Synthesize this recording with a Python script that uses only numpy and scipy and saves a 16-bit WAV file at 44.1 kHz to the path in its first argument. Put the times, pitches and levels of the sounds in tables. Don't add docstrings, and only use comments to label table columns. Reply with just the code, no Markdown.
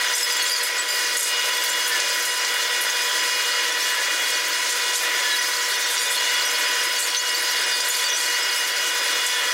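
import sys
import numpy as np
from scipy import signal
from scipy.fft import rfft, irfft, next_fast_len
from scipy.io import wavfile

SR = 44100
rng = np.random.default_rng(int(sys.argv[2]) if len(sys.argv) > 2 else 0)


def to_wav(sig):
    pcm = np.clip(np.atleast_2d(sig), -1, 1) * 32767
    pcm = np.round(pcm).astype(np.int16)
    wavfile.write(sys.argv[1], SR, pcm.T)


N = 420273

# (frequency [Hz], gain [dB])
CUP_COLOUR = [(2300, -20), (4500, 0), (7400, 0), (9300, -2.5), (12400, -6), (15000, -10)]
CUTOFF_HZ = 15750


def squeak(length, pitch_hz, harmonics=1, glide=.025, jitter=.011, spread_hz=400, uneven_db=2.5):
    shape = swell(length * 1.2, attack=.1, release=.65)
    size = len(shape)
    slide = glide * rng.standard_normal() * np.linspace(.5, -.5, size)
    phase = phase_of(pitch_hz * (1 + slide + jitter * drift(233, size)))
    orders = np.arange(harmonics) + 1
    harmonic_hz = orders * pitch_hz
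    gains = from_db(at_hz(CUP_COLOUR, harmonic_hz)) * (harmonic_hz < CUTOFF_HZ) / np.sqrt(orders)
    tone = np.zeros(size)
    for order, gain in zip(orders, gains):
        flutter = from_db(uneven_db * drift(spread_hz / 2, size))
        tone += gain * flutter * rough_tone(order * phase, spread_hz, noise_share=.55)
    return shape * unit_power(tone)


def liners(squeal_db=1.5, chirp_db=-.5):
    # (time [s], rough length [s], pitch [Hz], relative level [dB])
    squeals = [(.228, .032, 2560, -21), (.322, .018, 2465, -23), (.364, .02, 2470, -26),
               (.419, .026, 2160, -23), (.496, .018, 2300, -23), (.514, .03, 2390, -24),
               (.56, .034, 2230, -26), (.877, .085, 2410, -27), (5.989, .06, 2365, -27),
               (6.449, .028, 2880, -26), (7.948, .055, 2390, -27), (8.559, .035, 2620, -29)]
    # (time [s], rough length [s], pitch [Hz], relative level [dB])
    chirps = [(.136, .022, 5850, -23), (.228, .04, 5150, -25), (.304, .014, 4900, -22),
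              (.396, .032, 4400, -24), (.463, .024, 7320, -26), (.514, .048, 4780, -21),
              (.785, .04, 7900, -24), (1.695, .045, 7320, -27), (2.897, .024, 6550, -26),
              (3.825, .027, 5940, -28), (5.31, .042, 3920, -24), (5.357, .022, 4500, -26),
              (5.388, .018, 5860, -26), (5.976, .048, 5600, -26), (6.159, .034, 4350, -25),
              (6.965, .03, 4560, -27), (7.005, .036, 7710, -24), (7.039, .022, 6900, -26),
              (7.165, .028, 6200, -18), (7.184, .03, 6890, -25), (7.279, .02, 7620, -27),
              (7.29, .026, 5120, -24), (7.343, .02, 4600, -23), (7.345, .018, 13700, -33),
              (7.403, .022, 10900, -31), (7.716, .058, 4720, -27), (7.805, .02, 4700, -25),
              (7.895, .05, 7050, -24), (8.04, .036, 4620, -21), (8.101, .025, 6080, -25),
              (8.126, .044, 5890, -22), (9.037, .02, 9880, -30)]
    out = np.zeros(N)
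    for start, length, hz, db in squeals:
        add(out, start, from_db(db + squeal_db) * squeak(length, hz, harmonics=6))
    for start, length, hz, db in chirps:
        add(out, start, from_db(db + chirp_db) * squeak(length, hz))
    return out


def gushes(gain_db=-1.0, sputter_db=2.0, width_hz=2100, whistles_per_s=340, whistle_share=.4):
    # (time [s], rough length [s], centre frequency [Hz], relative level [dB])
    rushes = [(0.147, .085, 6900, -21), (0.626, 0.061, 10450, -28), (1.166, 0.14, 7430, -22),
              (1.682, 0.032, 7300, -29), (2.243, 0.15, 8500, -33), (2.805, 0.048, 10400, -27),
              (4.69, 0.067, 6800, -25), (4.932, 0.064, 5740, -19.5), (5.9, 0.059, 8650, -28),
              (5.99, .081, 8240, -27), (6.103, 0.074, 8770, -27.5), (6.987, 0.083, 7980, -25.5),
              (7.866, 0.18, 9360, -30), (8.162, 0.13, 6680, -27.5)]
    out = np.zeros(N)
    freqs = np.arange(SR // 2 + 1) + 1
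    for start, length, hz, db in rushes:
        shape = swell(length * 1.25, attack=.005 / length, release=.75)
        octaves = np.log2(1 + width_hz / hz)
        main = bell_curve(freqs, hz, octaves)
        upper = from_db(-9) * bell_curve(freqs, hz * 1.75, octaves)
        band = (main + upper) / (1 + (freqs / 14000) ** 12)
        noise = band_noise(band)[:len(shape)]
        whistles = np.zeros(N)
        chances = band ** 2 / np.sum(band ** 2)
        for whistle_hz in rng.choice(freqs, int(whistles_per_s * length) + 1, p=chances):
            add(whistles, rng.uniform(0, length), squeak(.011, whistle_hz))
        whistles = unit_power(whistles[:len(shape)])
        air = np.sqrt(1 - whistle_share) * noise + np.sqrt(whistle_share) * whistles
        add(out, start, from_db(db + gain_db + sputter_db * drift(183, len(shape))) * shape * air)
    return out


def snaps(decay_s=0.02, octaves=0.46):
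    # (time [s], centre frequency [Hz], starting level [dB])
    hits = [(1.638, 11500, -24), (1.877, 9500, -24), (2, 5500, -18.5), (2.252, 9500, -26),
            (2.448, 5000, -21), (4.301, 7450, -25), (4.481, 13000, -30), (6.835, 9000, -26),
            (7.147, 3700, -19), (7.511, 11000, -29), (7.803, 6450, -22), (7.886, 10500, -21),
            (9.264, 7500, -20)]
    out = np.zeros(N)
    freqs = np.arange(SR // 2 + 1) + 1
    fade = np.exp(-np.arange(SR) / SR / decay_s)
    for start, hz, db in hits:
        add(out, start, from_db(db) * fade * band_noise(bell_curve(freqs, hz, octaves)))
    return out


def hall(roar_db=0.68, usual_db=-29.0):
    # (time [s], level [dB])
    loudness = [(0, -27.5), (.8, -28), (2.0, -27), (2.28, -29), (2.6, -27.5), (4.2, -27.5), (4.52, -28),
                (5.08, -27), (5.55, -28.5), (6.7, -26.5), (7.15, -28), (7.55, -27.5), (9.53, -27.5)]
    # (frequency [Hz], relative level [dB])
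    colour = [(25, -43), (190, -35.5), (262, -28), (296, -15), (480, -11.5), (580, -6), (680, -12.5),
              (800, -13), (1250, -7), (1700, -1.5), (1950, -1), (2250, -5), (2700, -7), (3100, -4.5),
              (3400, -3), (4000, -13.5), (8000, -35.5)]
    hall_db = over_time(loudness)
    roar = turbulence(colour, band_db=.7, overall_db=.6, flickers_per_s=14)
    return from_db(hall_db + roar_db) * roar + from_db(hall_db - usual_db) * motors()


def motors(lead_hz=2882.4, wander=.0004, scatter_per_hz=.00008, waver_db=.3):
    # (pitch [Hz], usual level [dB])
    tones = [(480.5, -47), (490, -51), (961, -49), (981.5, -46), (1000.5, -40), (1313, -51), (1441.5, -44),
             (1470, -47), (1478, -47), (1491, -42), (1922, -41.5), (1933.5, -37.5), (1964, -40.5),
             (2176, -42), (2455.5, -40.3), (2865, -45.5), (2882.4, -36.5), (3361, -42.5), (3843, -52),
             (4323, -52)]
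    # (time [s], level change [dB])
    lead_swell = [(0, -2), (1.2, -3), (1.38, 2), (2.1, -2), (2.45, 2), (3, -1), (3.8, 1), (4.5, -3),
                  (5.25, -.5), (5.85, -6), (6.4, 3), (7.9, 1), (8.45, 3), (9.53, -1)]
    speed = 1 + wander * drift(1.5)
    out = np.zeros(N)
    for hz, db in tones:
        change_db = over_time(lead_swell) if hz == lead_hz else waver_db * drift(1.99)
        phase = phase_of(hz * speed) + rng.uniform(0, 2 * np.pi)
        out += from_db(db + change_db) * rough_tone(phase, spread_hz=10, noise_share=scatter_per_hz * hz)
    return out


def air_hiss(level_db=-28):
    # (frequency [Hz], relative level [dB])
    colour = [(2500, -28), (4050, 3), (4400, 4), (5300, 1.5), (6000, 3), (7300, 1), (7900, -2.5),
              (9300, -4), (10100, -4), (11000, -8), (12300, -11), (12900, -11), (14600, -10), (15000, -10)]
    return from_db(level_db) * turbulence(colour, band_db=.7, overall_db=1.2, flickers_per_s=35)


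def pump_surges(length_s=.88, gain_db=-2.5, pipe_hz=3360, pipe_db=-1.0):
    # (time [s], top pitch [Hz], relative level [dB])
    surges = [(-.2, 3490, -36), (1.1, 3530, -37), (2.45, 3470, -37), (3.52, 3450, -38.5), (4.62, 3520, -37),
              (5.66, 3600, -32.5), (7.42, 3565, -34.5), (8.85, 3490, -36.5)]
    # (multiple of the pitch, relative level [dB])
    partials = [(.2, -18), (.266, -15), (1, 0), (1.065, -5)]
    rows = [(start, length_s, hz, db) for start, hz, db in surges]
    whine = falling_whistles(rows, partials, crest=.27, sag=.065, spread_hz=60)
    pipe = signal.lfilter(*signal.iirpeak(pipe_hz, Q=30, fs=SR), whine)
    return from_db(gain_db) * (whine + from_db(pipe_db) * pipe)


def vent(hz, db, spread_hz, noise_share, octave_db):
    phase = phase_of(hz)
    whistle = rough_tone(phase, spread_hz, noise_share)
    octave = rough_tone(2 * phase, 2 * spread_hz, noise_share=.98)
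    return from_db(db) * (whistle + from_db(octave_db) * octave)


def vents(pulse_hz=2.66, crest_s=.11, swing_hz=14, pulsing_db=0.5):
    # (time [s], pitch [Hz])
    pitch = [(0, 5030), (1.8, 5020), (4.2, 5042), (5.2, 5018), (6.3, 5058), (7.8, 4995), (9.53, 5035)]
    # (time [s], level [dB])
    loudness = [(0, -34), (1.2, -35), (2.2, -35), (2.8, -37), (3.42, -34), (3.7, -42), (5.15, -39),
                (5.42, -31), (5.85, -43), (6.4, -39), (6.75, -31.5), (7.05, -39), (7.78, -33), (8.15, -44),
                (8.45, -32.5), (8.7, -41), (9.03, -36), (9.53, -39)]
    pulse = np.cos(2 * np.pi * pulse_hz * (np.arange(N) / SR - crest_s))
    hz = over_time(pitch) + swing_hz * pulse
    wobble = 1 + .002 * drift(14)
    near = vent(hz * wobble, over_time(loudness), spread_hz=60, noise_share=.48, octave_db=-14)
    far = vent(hz * .9695, db=-42, spread_hz=28, noise_share=.19, octave_db=-20)
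    return from_db(-pulsing_db * pulse) * (near + far)


def low_whistles(top_hz=1777):
    # (time [s], length [s], relative level [dB])
    whistles = [(0.961, 0.14, -36), (1.882, 0.14, -31), (3.65, 0.43, -36), (5.002, 0.43, -32),
                (9.301, 0.25, -35)]
    # (multiple of the pitch, relative level [dB])
    partials = [(.82, -28), (1, 0.5)]
    rows = [(start, length, top_hz, db) for start, length, db in whistles]
    return falling_whistles(rows, partials, crest=.233, sag=.0504, spread_hz=45)


def other_stalls(tries=1300, base_db=-35.5, spread_db=2, low_hz=4300, high_hz=13500):
    # (time [s], chance of a chirp [0-1])
    suction = [(0, 0.3), (1.5, .3), (3.1, .12), (3.8, 0.54), (4.4, .4), (5.1, .2), (6.2, 0.79), (6.8, 0.49),
               (7.3, 0.95), (8.5, .8), (8.8, .2), (9.5, .35)]
    out = np.zeros(N)
    for when, chance, duration, height, loudness in rng.random((tries, 5)):
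        start = when * N / SR
        busy = np.interp(start, *np.transpose(suction))
        if chance < busy:
            hz = low_hz * (high_hz / low_hz) ** (height ** 2)
            pitch_gain = np.sqrt(low_hz / hz) * from_db(at_hz(CUP_COLOUR, hz))
            chirp = pitch_gain * squeak(.006 + .018 * duration, hz)
            nearness = np.sqrt(.5 + .5 * busy)
            add(out, start, from_db(base_db + spread_db * (2 * loudness + 1.5)) * nearness * chirp)
    return out


def spatter(level_db=-41, splashes_per_s=30, decay_s=0.016):
    clicks = (rng.random(N) < splashes_per_s / SR) * from_db(6 * rng.random(N))
    fades = signal.lfilter([1], [1, -np.exp(-1 / (decay_s * SR))], clicks + 1e-18)
    splashes = fades * rng.standard_normal(N)
    treble_band = signal.butter(2, [4000, 14000], "band", fs=SR, output="sos")
    return from_db(level_db) * unit_power(signal.sosfilt(treble_band, splashes))


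def leaks(width_hz=130):
    # (pitch [Hz], level [dB])
    holes = [(5170, -51), (5410, -46), (6050, -50), (8530, -50.5), (10090, -50.5), (12180, -57)]
    return sum(from_db(db) * rough_tone(phase_of(np.full(N, hz)), width_hz, noise_share=.94)
               for hz, db in holes)


def dips(width_s=.035):
    # (time [s], depth [dB])
    moments = [(.71, 2.5), (.86, 2), (4.44, 1), (7.125, 1), (7.24, 2), (8.72, 2)]
    t = np.arange(N) / SR
    return from_db(-sum(db * np.exp(-.5 * ((t - middle) / width_s) ** 2) for middle, db in moments))


def falling_whistles(rows, partials, crest, sag, spread_hz):
    out = np.zeros(N)
    for start, length, hz, db in rows:
        shape = swell(length, attack=.18, release=.25)
        progress = np.linspace(0, 1, len(shape))
        droop = sag * np.sin(np.pi / 2 * (progress - crest) / (1 - crest)) ** 2
        phase = phase_of(hz * (1 - droop))
        noise_share = .25 + .5 * progress
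        tone = sum(from_db(partial_db) * rough_tone(ratio * phase, ratio * spread_hz, noise_share)
                   for ratio, partial_db in partials)
        add(out, start, from_db(db) * shape * tone)
    return out


def turbulence(colour, band_db, overall_db, flickers_per_s):
    size = next_fast_len(N)
    hz = np.arange(size // 2 + 1) * SR / size
    ripple_db = np.interp(np.sqrt(hz), np.linspace(0, np.sqrt(SR / 2), 900), rng.normal(0, 1.9, 900))
    spectrum = rfft(rng.standard_normal(size)) * from_db(at_hz(colour, hz) + ripple_db)
    band = np.floor(2 * np.log2(np.maximum(hz, 500) / 500))
    noise = sum(irfft(spectrum * (band == k), size)[:N] * from_db(band_db * drift(flickers_per_s))
                for k in np.unique(band))
    return unit_power(noise * from_db(overall_db * drift(flickers_per_s)))


def rough_tone(phase, spread_hz, noise_share):
    noise_share = np.clip(noise_share, 0, 1)
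    size = len(phase)
    scattered = drift(spread_hz, size) * np.cos(phase) + drift(spread_hz, size) * np.sin(phase)
    return np.sqrt(2 * (1 - noise_share)) * np.sin(phase) + np.sqrt(noise_share) * scattered


def bell_curve(freqs, centre_hz, octaves):
    return np.exp(-.5 * (np.log2(freqs / centre_hz) / octaves) ** 2)


def band_noise(gains):
    return unit_power(irfft(rfft(rng.standard_normal(SR)) * gains))


def swell(length, attack, release):
    progress = np.linspace(0, 1, max(int(length * SR), 8))
    opening = np.minimum(progress / attack, (1 - progress) / release)
    return np.sin(np.pi / 2 * np.clip(opening, 0, 1))


def drift(rate, size=N):
    targets = rng.standard_normal(8192)
    return np.interp(np.arange(size) * rate / SR, np.arange(len(targets)), targets) * np.sqrt(3 / 2)


def phase_of(hz):
    return 2 * np.pi * np.cumsum(hz) / SR


def over_time(points):
    return np.interp(np.arange(N) / SR, *np.transpose(points))


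def at_hz(points, hz):
    known_hz, db = np.transpose(points)
    return np.interp(np.log(np.maximum(hz, 1)), np.log(known_hz), db)


def from_db(db):
    return 10 ** (np.asarray(db) / 20)


def unit_power(x):
    return x / np.sqrt(np.mean(x ** 2) + 1e-20)


def add(out, start_s, sound):
    at = round(start_s * SR)
    first, last = max(at, 0), min(at + len(sound), N)
    if last > first:
        out[first:last] += sound[first - at:last - at]


def scene():
    cups = liners() + gushes() + snaps()
    machines = hall() + air_hiss() + pump_surges() + vents()
    background = low_whistles() + other_stalls() + spatter() + leaks()
    mono = dips() * (cups + machines + background)
    return np.stack([mono, mono])


def record(dry, threshold_db=-26.5, slope=0.69, sense_hz=4500, follow_s=0.0061, ceiling=.36):
    treble = signal.sosfilt(signal.butter(2, sense_hz, "high", fs=SR, output="sos"), dry[0])
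    memory = np.exp(-1 / (follow_s * SR))
    treble_db = 10 * np.log10(signal.lfilter([1 - memory], [1, -memory], treble ** 2) + 1e-12)
    pressed = dry * from_db(-slope * np.maximum(treble_db - threshold_db, 0))
    rounded = pressed / (1 + (pressed / ceiling) ** 8) ** (1 / 8)
    return signal.sosfilt(signal.ellip(12, .1, 80, CUTOFF_HZ, fs=SR, output="sos"), rounded)


dry = scene()
out = record(dry)
to_wav(out)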